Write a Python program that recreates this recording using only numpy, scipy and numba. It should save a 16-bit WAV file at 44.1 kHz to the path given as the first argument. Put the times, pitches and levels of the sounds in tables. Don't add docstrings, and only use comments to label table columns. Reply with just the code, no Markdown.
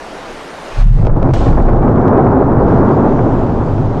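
import sys
import numpy as np
from scipy import signal
from scipy.fft import rfft, irfft, next_fast_len
from scipy.io import wavfile
from scipy.ndimage import uniform_filter1d, minimum_filter1d, map_coordinates
from numba import njit

SR = 44100
rng = np.random.default_rng(int(sys.argv[2]) if len(sys.argv) > 2 else 0)


def master(y):
    cut = np.clip(np.atleast_2d(y).T, -1, 1)
    pcm = np.round(cut * 32767)
    wavfile.write(sys.argv[1], SR, pcm.astype(np.int16))


def rack_gain(trim_db):
    fader = np.asarray(trim_db, float)
    return 10 ** (fader / 20)


N = 176400

ARRIVE_S = 0.825


def unit(x):
    return x / np.sqrt(np.mean(x ** 2) + 1e-20)


def clock():
    return np.arange(N) / SR


def white():
    return rng.standard_normal(N)


def curves(rows):
    s, *cols = np.transpose(rows)
    return [np.interp(clock(), s, c) for c in cols]


def wobble(rate):
    knots = rng.standard_normal(int(N * rate / SR) + 4)
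    return map_coordinates(knots, [clock() * rate])


def coloured(x, points):
    m = next_fast_len(N + 8192)
    f, db = np.transpose(points)
    log_hz = np.log(np.fft.rfftfreq(m, 1 / SR) + 1)
    gain = rack_gain(np.interp(log_hz, np.log(f + 1), db, -120, -120))
    return unit(irfft(rfft(x, m) * gain, m)[:N])


def patchy(depth_db):
    z = signal.stft(rng.standard_normal(N + 512), nperseg=512)[2]
    field = uniform_filter1d(rng.standard_normal(z.shape), 5, 0)
    field = uniform_filter1d(field, 10, 1)
    return signal.istft(z * rack_gain(depth_db * unit(field)), nperseg=512)[1][:N]


def whine():
    # (pitch [Hz], level [dB])
    tones = [(9938, -87), (10688, -87), (11438, -82), (12937, -85)]
    return sum(np.sqrt(2) * rack_gain(db) * np.sin(2 * np.pi * hz * clock()) for hz, db in tones)


def breeze():
    # (time [s], level [dB])
    wind_levels = [(0, -0.5), (.82, 0.5), (.86, -3.5), (.99, 2), (1.045, 3), (1.09, -7.5), (1.3, 0), (1.6, -2.5),
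                   (2.1, 0), (2.58, -2), (2.66, 3), (3.3, 3), (4, 2)]
    # (frequency [Hz], density [dB per Hz])
    wind_tone = [(15, 5), (100, -10), (300, 0.5), (700, 1), (2000, -10), (6500, -24.5), (11800, -43),
                 (14800, -49)]
    # (frequency [Hz], density [dB per Hz])
    treble_tone = [(6500, -11.5), (8500, -2), (10500, -8), (12300, -15.5), (13000, -30.5)]
    breeze_db, treble_db, treble_end_s = -28.5, -27.5, 1.1
    side_db, side_tilt_db = -43, 21

    wind_gain = rack_gain(curves(wind_levels)[0] + 0.27 * wobble(6.7) + 0.46 * wobble(11))
    wind = wind_gain * coloured(patchy(depth_db=1.35), wind_tone)
    side_tone = [(hz, db + side_tilt_db * np.log2(hz / 4000)) for hz, db in wind_tone]
    side = rack_gain(side_db) * coloured(white(), side_tone)
    fade = np.clip((treble_end_s - clock()) / .03, 0, 1)
    treble = rack_gain(treble_db) * fade * coloured(patchy(depth_db=4.0), treble_tone)
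    mid = wind + treble
    return rack_gain(breeze_db) * np.array([mid + side, mid - side])


def ground():
    # (time [s], pitch [Hz], level [dB])
    swing = [
        (.715, 30.13, -49),
        (.79, 30.2, -21),
        (.835, 36, -11),
        (.93, 34.6, -7.5),
        (1.08, 29.7, -15.5),
        (1.46, 26.26, -19.5),
        (1.62, 29.3, -8),
        (1.79, 29.7, -8),
        (1.9, 30.1, -16),
    ]
    # (frequency [Hz], density [dB per Hz])
    shake_tone = [(10, -22), (20, 8), (32, -22.5), (55, -1), (75, -17), (100, -53)]
    shake_db, shake_fade_db_per_s, lump_db = -9.5, 3.5, 2.5

    t = clock()
    hz, db = curves(swing)
    started = t > swing[0][0]
    lumps = lump_db * np.clip((t - 1) / 0.11, 0, 1) * wobble(14)
    ending = np.clip((swing[-1][0] - t) / 0.047, 0, 1)
    tone = np.sin(2 * np.pi * np.cumsum(hz) / SR + 0.11)
    wave = np.sqrt(2) * rack_gain(db + lumps) * tone * started * ending

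    front = started / (1 + np.exp(-(t - ARRIVE_S - .2) / .06))
    fading = rack_gain(shake_db - shake_fade_db_per_s * (t - ARRIVE_S))
    return wave + fading * front * coloured(white(), shake_tone)


def wide_puffs():
    # (time [s], half length [s], pitch [Hz], level [dB])
    puffs = [
        (.07, 0.045, 280, -70),
        (.07, 0.054, 800, -70),
        (.46, 0.033, 400, -67),
        (2.214, 0.041, 330, -34),
        (3.255, 0.036, 240, -37),
        (3.243, 0.022, 1200, -54),
        (3.978, 0.017, 250, -35),
    ]
    side = np.zeros(N)
    for s, half, hz, db in puffs:
        swell = np.exp(-.5 * ((clock() - s) / half) ** 2)
        side += rack_gain(db) * swell * coloured(white(), [(hz / 2, -25), (hz, 0), (hz * 1.7, -40)])
    return np.array([side, -side])


def bursts():
    # (time [s], half length [s], level [dB])
    blows = [(.992, .012, -26), (1.033, .01, -28), (1.052, .007, -23), (1.071, .005, -15),
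             (1.097, .006, -17), (1.229, .006, -20), (1.26, .012, -25), (1.292, .006, -16),
             (1.306, .007, -19), (1.34, .008, -17), (1.364, .006, -18), (1.42, .025, -19),
             (1.472, .018, -15), (1.53, .007, -15), (1.579, .009, -11), (1.602, .008, -16),
             (1.686, .018, -13), (1.732, .008, -16), (1.83, .015, -17), (1.88, .01, -14), (1.98, .01, -15),
             (2.268, .006, -10), (3.191, .006, -12)]
    # (frequency [Hz], density [dB per Hz])
    burst_tone = [(130, -29), (280, -0.5), (600, -3), (1000, -10), (1500, -19.5), (2300, -29), (4000, -65)]
    shape, t = np.zeros(N), np.arange(-SR // 10, SR // 10) / SR
    for s, half, db in blows:
        width = half * np.where(t < 0, .45, .75)
        start = round(s * SR) - SR // 10
        shape[start:][:len(t)] += rack_gain(db) * np.exp(-.5 * (t / width) ** 2)
    return shape * coloured(white(), burst_tone)


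def shocks():
    # (time [s], peak level [dB])
    fronts = [(1.053, -45), (1.069, -35), (1.079, -47), (1.167, -52), (1.18, -52), (1.200, -51),
              (1.229, -37), (1.311, -49), (1.337, -31), (1.488, -44), (1.532, -46), (1.565, -49),
              (1.600, -46), (1.652, -49), (1.688, -44), (1.701, -48), (1.731, -45), (1.768, -48),
              (1.828, -48), (1.889, -46), (1.959, -46), (2.014, -46), (2.081, -37), (2.177, -43),
              (2.519, -49), (2.713, -47), (2.892, -42), (3.78, -50)]
    # (frequency [Hz], density [dB per Hz])
    snap_tone = [(800, -12), (2000, -5), (6000, -9.5), (10000, -21.5), (15000, -37)]
    # (frequency [Hz], density [dB per Hz])
    scatter_tone = [(700, -27.5), (1500, -8.5), (3000, -5), (6000, -13), (8000, -18.5), (10000, -35),
                    (12000, -55)]
    shock_db, shock_s, front_hz = 24, .0012, 4500
    fray_db, fray_s, fray_hz = -21, 0.026, 4200
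    crack_s, snap_db, snap_s = 1.338, -29, .045
    scatter_db, scatter_rise_s, scatter_db_per_s, flutter_db = -37, 0.003, 38, .8
    near_slope_s, far_slope_db = 0.153, -3.5

    t, kicks = clock(), np.zeros(N)
    for s, db in fronts:
        kicks[round(s * SR)] = rack_gain(db + shock_db)
    u = t[:SR // 20] / shock_s
    jump = (1 - u) * np.exp(-u)
    fray = rack_gain(fray_db - 60 * u * shock_s / fray_s) * rng.standard_normal(len(u))
    pulse = signal.lfilter(*signal.butter(3, front_hz, fs=SR), jump)
    pulse = pulse + signal.lfilter(*signal.butter(2, fray_hz, fs=SR), fray)

    after = t - crack_s
    snap = (after > 0) * rack_gain(snap_db - 60 * np.abs(after) / snap_s) * coloured(white(), snap_tone)
    decay_db = -scatter_db_per_s * np.abs(after) + far_slope_db * (after > near_slope_s)
    shape = np.clip(after / scatter_rise_s, 0, 1) * rack_gain(decay_db)
    hiss = coloured(patchy(depth_db=-1.0), scatter_tone)
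    scatter = rack_gain(scatter_db + flutter_db * wobble(40)) * shape * hiss
    return signal.fftconvolve(kicks, pulse)[:N] + scatter + snap


def jet():
    # (time [s], roar level [dB], throb over its mean [dB])
    strength = [(.9, -35, 2), (.98, -28, 2), (1.06, -19, 3), (1.17, -19, 1), (1.305, -12.5, 5),
                (1.322, -28.5, 5.5), (1.345, -21, 1), (1.4, -17.5, -2.5), (1.5, -15.5, 5.5), (1.64, -13, 0),
                (1.85, -9, 4.5), (2.25, -7, 1), (2.6, -8.5, 3), (2.9, -6.5, 2.5), (3.2, -11, -0.5),
                (3.5, -15.5, -2), (3.8, -17.5, -2), (4.0, -18.5, -4)]
    # (frequency [Hz], density [dB per Hz])
    roar_tone = [(88, -34), (150, -6), (266, 1.5), (307, -3), (342, -1.5), (501, -7), (837, -10.5),
                 (1410, -22.5), (2600, -51), (3380, -85), (5720, -120)]
    # (frequency [Hz], density [dB per Hz])
    throb_tone = [(55, -40.5), (75, -4.5), (110, 2), (150, -1.5), (200, -16.5), (330, -44), (450, -77.5)]
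    puffs_per_s, puff_spread_db, puff_share, rarest = 3000, 3.5, 0.34, .01
    chop_db, steady_s = 1.8, 2.0
    throb_mean_db, rise_s = -15, 0.043

    t = clock()
    roar_db, throb_db = curves(strength)
    chance, size = rng.random((2, N))
    puff_gain = rack_gain(-puff_spread_db * np.log(size + rarest))
    puffs = (chance < puffs_per_s / SR) * puff_gain * np.sign(white())
    gas = np.sqrt(puff_share) * unit(puffs) + np.sqrt(1 - puff_share) * unit(patchy(depth_db=-0.5))
    surge_db = chop_db * np.clip(steady_s - t, 0, 1) * wobble(45)
    surge_db = surge_db + 1.1 * wobble(30.09) + 0.17 * wobble(8)
    opening = np.clip((t - strength[0][0] + 0.023) / 0.15, 0, 1)
    roar = rack_gain(roar_db + surge_db) * coloured(gas, roar_tone) * opening

    front = 1 / (1 + np.exp(-(t - ARRIVE_S) / rise_s)) ** 2
    throb_gain = rack_gain(throb_mean_db + throb_db + 0.72 * wobble(9.1))
    return roar + throb_gain * front * coloured(white(), throb_tone)


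def scene():
    air = breeze()
    eruption = ground() + wide_puffs() + bursts() + shocks() + jet()
    return air + rack_gain(12) * eruption


@njit
def recover(need, step):
    out = np.empty_like(need)
    g = 1.0
    for i in range(len(need)):
        g = min(need[i], g + step * (1 - g))
        out[i] = g
    return out


def gain_control(x):
    aim_db, sense_s, release_s = -10, 0.067, 3.1
    sense = int(sense_s * SR)
    power = uniform_filter1d(x.mean(0) ** 2, sense, origin=(sense - 1) // 2)
    loudness = np.sqrt(np.abs(power) + 1e-12)
    need = np.minimum(1, rack_gain(aim_db + 4) / loudness)
    gain = recover(need, 1 / (release_s * SR * 4))
    return x * uniform_filter1d(gain, sense // 2 + 1)


def limiter(x):
    ceiling, look_s, hard = .96, .004, 14
    look = int(look_s * SR)
    need = np.minimum(1, ceiling / (np.abs(x).max(0) + 1e-9))
    need = minimum_filter1d(need, 2 * look + 1)
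    x = x * uniform_filter1d(need, look)
    return x / (1 + np.abs(x) ** hard) ** (1 / hard)


def thinned(x):
    # (frequency [Hz], level [dB per bin])
    threshold = [(2000, -112), (2800, -86), (5000, -91), (7600, -97), (8100, -87), (8500, -91.5),
                 (9400, -93), (10000, -92), (12000, -96), (13000, -94), (15000, -96)]
    fickle_db, fickle_top_hz = 4, 7500

    hz, t, z = signal.stft(np.pad(x, ((0, 0), (0, 4096)), "reflect"), SR, nperseg=2048)
    f, db = np.transpose(threshold)
    least = rack_gain(np.interp(hz, f, db, -200))[:, None] ** 2
    power = np.abs(z.mean(0)) ** 2
    drift = unit(uniform_filter1d(rng.standard_normal((128, len(t))), size=7, axis=1))
    fickle = rack_gain(fickle_db * (hz[:1024:8, None] < fickle_top_hz) * drift)
    band = power[:1024].reshape(128, 8, -1).mean(1) * fickle ** 2
    band = np.repeat(band, 8, axis=0)
    low = (np.vstack([band, band[-1:]]) > least) & (power > .6 * least)
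    smooth = uniform_filter1d(uniform_filter1d(power, size=20, axis=0), size=3, axis=1)
    keep = np.where(hz[:, None] < fickle_top_hz, low, smooth > least)
    return signal.istft(z * keep, SR, nperseg=2048)[1][:, :N]


def band_limit(x):
    return signal.sosfilt(signal.butter(12, 15000, fs=SR, output="sos"), x)


def record(dry):
    x = limiter(gain_control(dry + whine()))
    closing = np.sin(np.pi / 2 * np.clip((N / SR - clock()) / .002, 0, 1)) ** 2
    return band_limit(thinned(x) * closing)


dry = scene()
out = record(dry)
master(out)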